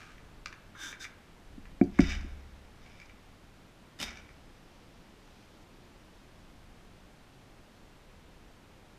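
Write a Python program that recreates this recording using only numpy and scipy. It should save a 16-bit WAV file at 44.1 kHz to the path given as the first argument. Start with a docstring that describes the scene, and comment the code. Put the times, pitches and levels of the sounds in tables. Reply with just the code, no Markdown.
"""Matches rattle softly in an open matchbox, handled inside a ribbed plastic drain pipe.
The tray rubs shut, then the arm holding the box thumps twice on the pipe wall: the wall shakes,
the air inside booms and the matches tumble. One match is scraped once over the striker and burns
with a faint hiss and flutter. The pipe echoes these small sounds and murmurs with outdoor air."""
import sys
import numpy as np
from scipy import signal
from scipy.fft import rfft, irfft, next_fast_len
from scipy.io import wavfile
from scipy.ndimage import map_coordinates

SR = 44100
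rng = np.random.default_rng(int(sys.argv[2]) if len(sys.argv) > 2 else 0)


def generate_wav(signal):
    """Clip the signal to [-1, 1] and save it as 16-bit WAV at the path in sys.argv[1]."""
    frames = np.transpose(np.atleast_2d(signal))
    scaled = np.clip(frames, -1, 1) * 32767
    pcm = np.round(scaled).astype(np.int16)
    wavfile.write(sys.argv[1], SR, pcm)


N = 396018
TIME = np.arange(N) / SR
TRAY_HOME_S = 0.96  # from here on the box sounds shut
STRIKE_START_S, STRIKE_END_S = 3.988, 4.031  # the match head meets the striker and leaves it

# the box is tilted or jolted: (time [s], level [dB], rise [s], fall [s])
SHAKES = [(0.01, -53.5, 0.05, 0.26), (1.985, -57.5, 0.092, 0.05), (2.005, -40, 0.012, 0.14),
          (2.13, -39.5, 0.11, 0.048), (2.95, -63.5, 0.27, 0.3), (3.995, -51, 0.0056, 0.15),
          (4.084, -44, 0.034, 0.047), (4.175, -55.5, 0.073, 0.04)]
# a finger pushes the tray home in two goes: (time [s], length [s], level at full speed [dB])
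TRAY_PUSHES = [(0.751, 0.17, -42.5), (0.993, 0.061, -44)]
# taps of wood and card, and one quick echo as the tray stops:
# (time [s], level [dB], brightness [dB], share of box ring [dB])
TAPS = [(0.181, -44, -23, -30), (0.4588, -25.5, -17, -11.5), (0.5268, -34, -24, -17),
        (0.9281, -32, -25, -9), (0.9376, -42, -26, -13), (1.043, -33, -19, -18), (1.0503, -30.5, -34, -20),
        (1.6542, -42.5, -34, -26), (1.839, -45.5, 10, -34), (2.0055, -30, -5.5, -6),
        (2.1006, -32.5, -8, -13), (2.2094, -39, -14, -8), (2.8624, -48, -23, -3), (3.0001, -44, -18, 0.5),
        (3.0165, -41.5, -21, -4), (3.0579, -50, -3, -14), (3.0962, -44.5, -20, -3), (4.106, -37, -11, -21),
        (4.1724, -41, -14, -1), (4.2906, -48.5, -20, -5)]
# sharp bursts of the scrape, the last a quick echo off the pipe wall: (time [s], level [dB])
SCRAPE_BURSTS = [(4.001, -36), (4.013, -35.5), (4.0275, -30), (4.039, -41)]
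# the flame flares up: (time [s], level [dB])
FLARES = [(4.8, -75), (5.4, -69.5), (6.05, -75.5)]
# the arm lands on the pipe or jolts it: (time [s], wall level [dB], hardness [dB], boom level [dB])
THUMPS = [(1.579, -37.5, -7, -60), (1.8138, -7.5, 0, -44.5), (1.9936, -6, -3.5, -29.5),
          (2.245, -37, -13, -73), (4.002, -42, 6, -49.5)]
# the box knocks as the arm lands: (time [s], level [dB], contact time [s], ring of its side [dB])
KNOCKS = [(1.812, -28, 0.00081, 16.5), (1.9885, -21.5, 0.0011, 0), (1.9907, -21.5, 0.0014, 5)]
# puffs of breeze at the pipe's mouth: (time [s], level [dB])
GUSTS = [(0.3, -54), (1.65, -50.5), (2.7, -57), (4.5, -60), (6.55, -55), (8.1, -59.5)]

# The tone of each sound, from low to high pitch: (frequency [Hz], level [dB])
TUMBLE_TONE = [(500, -22), (700, -3.5), (950, -11.5), (1400, -3), (2400, 2), (3200, -7.5), (4300, -13.5),
               (5500, -6.5), (7000, -15), (9000, -29.5), (15000, -39)]  # sticks in the shut box
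PICK_TONE = [(500, -21), (1000, -14), (1200, 2.5), (1650, -2), (1900, -9), (2300, -4), (4000, -15),
             (6000, -17), (15000, -42)]  # sticks in the open tray
SLIDE_TONE = [(200, -24), (300, -3), (500, -38), (900, -10), (1450, -4), (2000, -10.5), (2650, -12),
              (3200, -7.5), (4200, -16), (6000, -7), (8500, -17), (12000, -25), (15000, -26)]  # card rubbing on card
RASP_TONE = [(300, -25), (900, -18), (1550, 4.5), (2800, -4.5), (6500, 2), (9000, -11), (15000, -20.5)]
TAP_TONE = [(200, -20), (900, -11.5), (1250, -0.5), (2250, 1.5), (3400, -12.5), (4600, -2), (6000, -0.5),
            (8500, -19), (15000, -33.5)]
GRIT_TONE = [(100, -1), (230, 8), (480, -10), (720, 0.5), (1150, -5), (2000, -2), (3000, -2.5),
             (4200, -5.5), (5200, -2), (7500, -9.5), (10000, -13.5), (13000, -18), (15000, -26)]  # the rough striker
FIZZ_TONE = [(500, -20), (2500, 4), (5500, 4.5), (8000, -7.5), (15000, -27)]
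FLUTTER_TONE = [(60, -16), (150, 3), (320, 2), (600, -15), (1500, -19), (6000, -45)]
WALL_TONE = [(40, -39.5), (100, -9), (140, -20), (165, 1.5), (215, 0.5), (245, -2.5), (280, 0.5),
             (350, -3.5), (400, -15), (480, -30.5), (560, -21), (730, -21), (820, -36.5), (1200, -49),
             (3000, -73)]
SHUDDER_TONE = [(15, -2.5), (30, 6.5), (50, 7), (70, -11), (98, -6), (130, -18), (220, -12), (330, -21),
                (500, -61.5)]  # the whole pipe shaking
KNOCK_TONE = [(200, -7), (650, -1), (1000, -9), (1500, 4.5), (1900, -1.5), (2600, -8), (3200, -38),
              (6000, -29), (15000, -55)]
AIR_TONE = [(11, -38), (18, -6.5), (37, -5.5), (54, -12), (76, -6.5), (129, -10), (171, -9), (309, -12.5),
            (387, -15), (827, -18.5), (1060, -20.5), (3100, -26.5), (9040, -39), (13400, -43.5),
            (15000, -50)]
BREEZE_TONE = [(10, -4.5), (30, 1), (60, -10), (150, -17), (400, -29.5), (1500, -66)]

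# Rings are the pitches that a thing makes louder: (frequency [Hz], width [Hz], boost [dB])
OPEN_BOX_RINGS = [(1200, 100, -1), (1615, 280, 11.5), (2240, 150, 9), (3620, 350, 15.5), (5030, 180, 7),
                  (5970, 450, 5.5)]
SHUT_BOX_RINGS = [(1374, 140, 6.3), (1630, 130, 2.5), (1970, 61, 2), (2235, 100, 6.6), (2990, 140, 6.3),
                  (3660, 190, 13), (5060, 210, 9.7), (5810, 160, 4.4)]
MATCH_RING, FLAME_RING = (2900, 1100, 2.8), (2600, 1200, 4)
WALL_RINGS = [(168, 16, 0), (203, 7.1, 5.5), (276.6, 29, 3.5), (355.3, 5.9, 3), (413, 15, 7.5),
              (576, 16, 6), (710, 54, 6.5)]
PIPE_AIR_RINGS = [(360, 40, 12), (696, 44, 2.5)]  # air ringing across the pipe

# how long the pipe's echo takes to fade by 60 dB (a "t60"): (frequency [Hz], fade time [s])
PIPE_FADE = [(200, 0.73), (900, 1), (2200, 0.54), (5500, 0.26), (12000, 0.31)]


def match_rattle(settle_db=-23, settle_s=0.63):
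    """Each shake makes the sticks rub, then settle: first in the open tray, later in the shut box."""
    stirring = together(swell(s, db, rise, fall) + swell(s, db + settle_db, rise, settle_s)
                        for s, db, rise, fall in SHAKES)
    slips = friction(per_second=870, spread_db=5, smooth=0.62)
    picked = unit(shape_tone(slips, PICK_TONE))
    tumbling = unit(shape_tone(slips, TUMBLE_TONE, SHUT_BOX_RINGS))
    return stirring * np.where(TIME < TRAY_HOME_S, picked, tumbling)


def tray_slide(rasp_db=-1, ring_share=0.76, speed_up_s=0.09, dull_hz=1900):
    """Card fibres catch as the tray slides: dull at first, hollow at speed, a thin rasp near home."""
    slips = friction(per_second=2500, spread_db=0, smooth=0.77)
    fast = unit(shape_tone(slips, SLIDE_TONE, OPEN_BOX_RINGS))
    slow = signal.sosfiltfilt(signal.butter(2, dull_hz, fs=SR, output="sos"), fast)
    speed = np.clip((TIME - TRAY_PUSHES[0][0]) / speed_up_s, 0, 1)
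    hollow = slow + speed * (fast - slow)
    weaker_rings = [(hz, width, ring_share * db) for hz, width, db in OPEN_BOX_RINGS]
    rasp = amp(rasp_db) * unit(shape_tone(slips, RASP_TONE, weaker_rings))
    return finger_push() * np.where(TIME < TRAY_HOME_S, hollow, rasp)


def finger_push(drag=0.5, jerk=1.1, jerk_s=0.0049, build_s=0.0084):
    """How hard the tray rubs: each push speeds up and slows down; the first starts with a jerk."""
    force = np.zeros(N)
    for k, (s, length, db) in enumerate(TRAY_PUSHES):
        t = np.arange(int(length * SR)) / SR
        speed = np.sin(np.pi * t / length) ** 2
        grip = drag + jerk * np.exp(-t / jerk_s) if k == 0 else drag * (1 - np.exp(-t / build_s))
        add(force, s, amp(db) * (grip + (1 - drag) * speed))
    return force


def box_taps(gain_db=-1, tap_t60=0.02, ring_hz=2310, ring_t60=0.038, ring_gain_db=2):
    """Sticks and tray tap the card, with one quick echo; hard taps are bright, soft ones mostly ring."""
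    out, t = np.zeros(N), np.arange(SR // 10) / SR
    for s, db, bright_db, ring_db in TAPS:
        treble_db = 0.81 * (bright_db + 8)  # a brightness of -8 leaves the tone as it is
        tone = [(hz, level + treble_db * (hz > 4000)) for hz, level in TAP_TONE]
        tap = shape_tone(rng.standard_normal(len(t)) * amp(-60 * t / tap_t60), tone)
        pitch_hz = ring_hz * (1 + rng.normal(0, 0.018))
        ring = amp(ring_db + ring_gain_db - 60 * t / ring_t60) * np.sin(2 * np.pi * pitch_hz * t)
        add(out, s, amp(db + gain_db) * (tap / np.abs(tap).max() + ring))
    return out


def match_strike(level_db=-39, press_db_per_s=268, release_db_per_s=900, burst_t60=0.025):
    """The head scrapes ever harder over the grit in bursts, then flies off; a quick echo follows."""
    time_left = STRIKE_END_S - TIME
    below_peak_db = np.maximum(press_db_per_s * time_left, -release_db_per_s * time_left)
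    force = (TIME > STRIKE_START_S) * amp(level_db - np.minimum(below_peak_db, 200))
    t = np.arange(SR // 20) / SR
    for s, db in SCRAPE_BURSTS:
        add(force, s, amp(db - 60 * t / burst_t60))
    slips = friction(per_second=4600, spread_db=1.5, smooth=0.41)
    rings = SHUT_BOX_RINGS + [MATCH_RING]
    return shape_tone(force * slips, GRIT_TONE, rings) / np.std(shape_tone(slips, GRIT_TONE, rings))


def flame(fizz_db=-76.5, fade_db_per_s=1.5, flicker_db=1, flutter_db=5, flutter_lag_s=0.17):
    """The lit head fizzes softly and burns down; a low flutter follows each flare-up."""
    age = TIME - STRIKE_END_S
    flares = [swell(s, db, rise_s=0.37, fall_s=0.7) for s, db in FLARES]
    burn = together([amp(fizz_db - fade_db_per_s * age)] + flares) * (age > 0)
    late_burn = np.interp(TIME - flutter_lag_s, TIME, burn)
    flicker = amp(flicker_db * wobble(per_second=12))
    crackle = friction(per_second=1700, spread_db=7, smooth=0.67)
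    fizz = unit(shape_tone(crackle, FIZZ_TONE, [FLAME_RING]))
    flutter = amp(flutter_db) * noise(FLUTTER_TONE)
    return flicker * (burn * fizz + late_burn * flutter)


def arm_thumps(ripple_db=-9, ripple_t60=0.19, rise_s=0.0035, boom_hz=70, boom_t60=1.55,
               shudder_db=-2, shudder_t60=1.24):
    """Each blow dents the wall, sends ripples bouncing off its ribs and makes the air inside boom."""
    out, t = np.zeros(N), np.arange(2 * SR) / SR
    for s, wall_db, hard_db, boom_db in THUMPS:
        rise = 1 - np.exp(-t / rise_s)
        ripples = rng.standard_normal(len(t)) * rise * amp(-60 * t / ripple_t60)
        force = (t == 0) + amp(ripple_db) * ripples / np.linalg.norm(ripples)  # one push, then ripples
        tone = [(hz, db + hard_db * (hz > 380)) for hz, db in WALL_TONE]
        wall = shape_tone(force, tone, WALL_RINGS)
        boom = amp(-60 * t / boom_t60) * np.sin(2 * np.pi * boom_hz * t)
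        shudder = amp(shudder_db - 60 * t / shudder_t60) * noise(SHUDDER_TONE, len(t))
        add(out, s, rise * amp(boom_db) * (boom + shudder) - amp(wall_db) * wall / np.abs(wall).max())
    return out


def box_knocks(ring_hz=2340, ring_width_hz=350):
    """A short, dull knock passes through the held box, and a free side of it rings."""
    out, t = np.zeros(N), np.arange(SR // 20) / SR
    for s, db, contact_s, ring_db in KNOCKS:
        contact = rng.standard_normal(len(t)) * t / contact_s * np.exp(-t / contact_s)
        knock = shape_tone(contact, KNOCK_TONE, [(ring_hz, ring_width_hz, ring_db)])
        add(out, s, amp(db) * knock / np.abs(knock).max())
    return out


def pipe_echo(sound, bounces=5, gap_s=0.0108, echo_db=-9, loss_db=6, smear_t60=0.0058, tail_db=-9):
    """The round wall sends back a quick row of blurred echoes that melts into a smooth tail."""
    hz, times, bands = signal.stft(rng.standard_normal(SR // 2), SR, nperseg=256)
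    fade = amp(-60 * times / read_curve(PIPE_FADE, hz)[:, None])
    tail = signal.istft(bands * fade, SR, nperseg=256)[1]
    tail = shape_tone(tail, [(1000, 0)], PIPE_AIR_RINGS)  # a flat tone, plus the rings
    response, t = np.zeros(N), np.arange(SR // 50) / SR
    add(response, 0.003, amp(tail_db) * tail / np.linalg.norm(tail))
    for k in range(bounces):
        echo = rng.standard_normal(len(t)) * amp(-60 * t / smear_t60)
        add(response, (k + 1) * gap_s, amp(echo_db - k * loss_db) * echo / np.linalg.norm(echo))
    return signal.fftconvolve(sound, response[:SR])[:N]


def outdoor_air(murmur_db=-57, lull_db=-66):
    """Outdoor air murmurs and hisses in the pipe; a light breeze rumbles at its mouth in puffs."""
    murmur = amp(murmur_db) * noise(AIR_TONE)
    puffs = [swell(s, db, rise_s=0.4, fall_s=1.7) for s, db in GUSTS]
    return murmur + noise(BREEZE_TONE) * together([amp(lull_db)] + puffs)


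def friction(per_second, spread_db, smooth):
    """Tiny clicks at random times, like surfaces slipping, over a share of smooth hiss."""
    clicks = (rng.random(N) < per_second / SR) * rng.choice([-1, 1], N)
    sizes = amp(spread_db * np.clip(rng.standard_normal(N), -2, 2))
    return unit(clicks * sizes) + smooth * rng.standard_normal(N)


def noise(tone, length=N):
    """Steady noise with the given tone."""
    return unit(shape_tone(rng.standard_normal(length), tone))


def shape_tone(sound, tone, rings=(), size=16384):
    """Filter a sound so that it follows a tone curve, with a boost at each ring."""
    hz = np.fft.rfftfreq(size, 1 / SR)
    boost_db = sum(db / (1 + (2 * (hz - centre) / width) ** 2) for centre, width, db in rings)
    cepstrum = irfft(np.log(amp(read_curve(tone, hz) + boost_db)))
    # folding this in half makes the filter ring after a hit, never before it
    cepstrum[1:size // 2] *= 2
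    cepstrum[size // 2 + 1:] = 0
    response = irfft(np.exp(rfft(cepstrum)))
    return signal.fftconvolve(sound, response)[:len(sound)]


def swell(s, db, rise_s, fall_s):
    """A gain that climbs its last 20 dB in rise_s, peaks at time s, then drops 20 dB every fall_s."""
    before, after = np.maximum(s - TIME, 0), np.maximum(TIME - s, 0)
    return amp(np.maximum(db - 20 * ((before / rise_s) ** 2 + after / fall_s), -200))


def wobble(per_second):
    """A smooth curve through random points."""
    points = rng.standard_normal(int(N * per_second / SR) + 4)
    return map_coordinates(points, [TIME * per_second])


def read_curve(points, hz):
    """Read between (frequency, value) points on a log frequency scale."""
    frequencies, values = np.transpose(points)
    return np.interp(np.log(hz + 1), np.log(frequencies + 1), values)


def together(gains):
    """Combine the gains of unrelated sounds: their powers add up."""
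    return np.sqrt(sum(gain ** 2 for gain in gains))


def add(track, s, sound):
    """Mix a sound into the track at s seconds."""
    start = max(round(s * SR), 0)
    track[start:start + len(sound)] += sound[:N - start]


def amp(db):
    """Turn decibels into a gain."""
    return 10 ** (np.asarray(db) / 20)


def unit(sound):
    """Scale a sound to an average (rms) level of 1."""
    return sound / np.sqrt(np.mean(sound ** 2) + 1e-20)


def scene(handling_db=-0.5, knock_echo_db=-12):
    """Mix the box and match with their echo, the thumps and the air, in one channel."""
    handling = amp(handling_db) * (box_taps() + tray_slide() + match_rattle() + match_strike() + flame())
    knocks = box_knocks()
    echo = pipe_echo(handling + amp(knock_echo_db) * knocks)
    return (handling + knocks + echo + arm_thumps() + outdoor_air())[None]


def record(dry, top_hz=15250):
    """Cut away the very highest treble."""
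    size = next_fast_len(N + SR)
    kept = np.fft.rfftfreq(size, 1 / SR) < top_hz
    return irfft(rfft(dry, size) * kept, size)[:, :N]


dry = scene()
out = record(dry)
generate_wav(out)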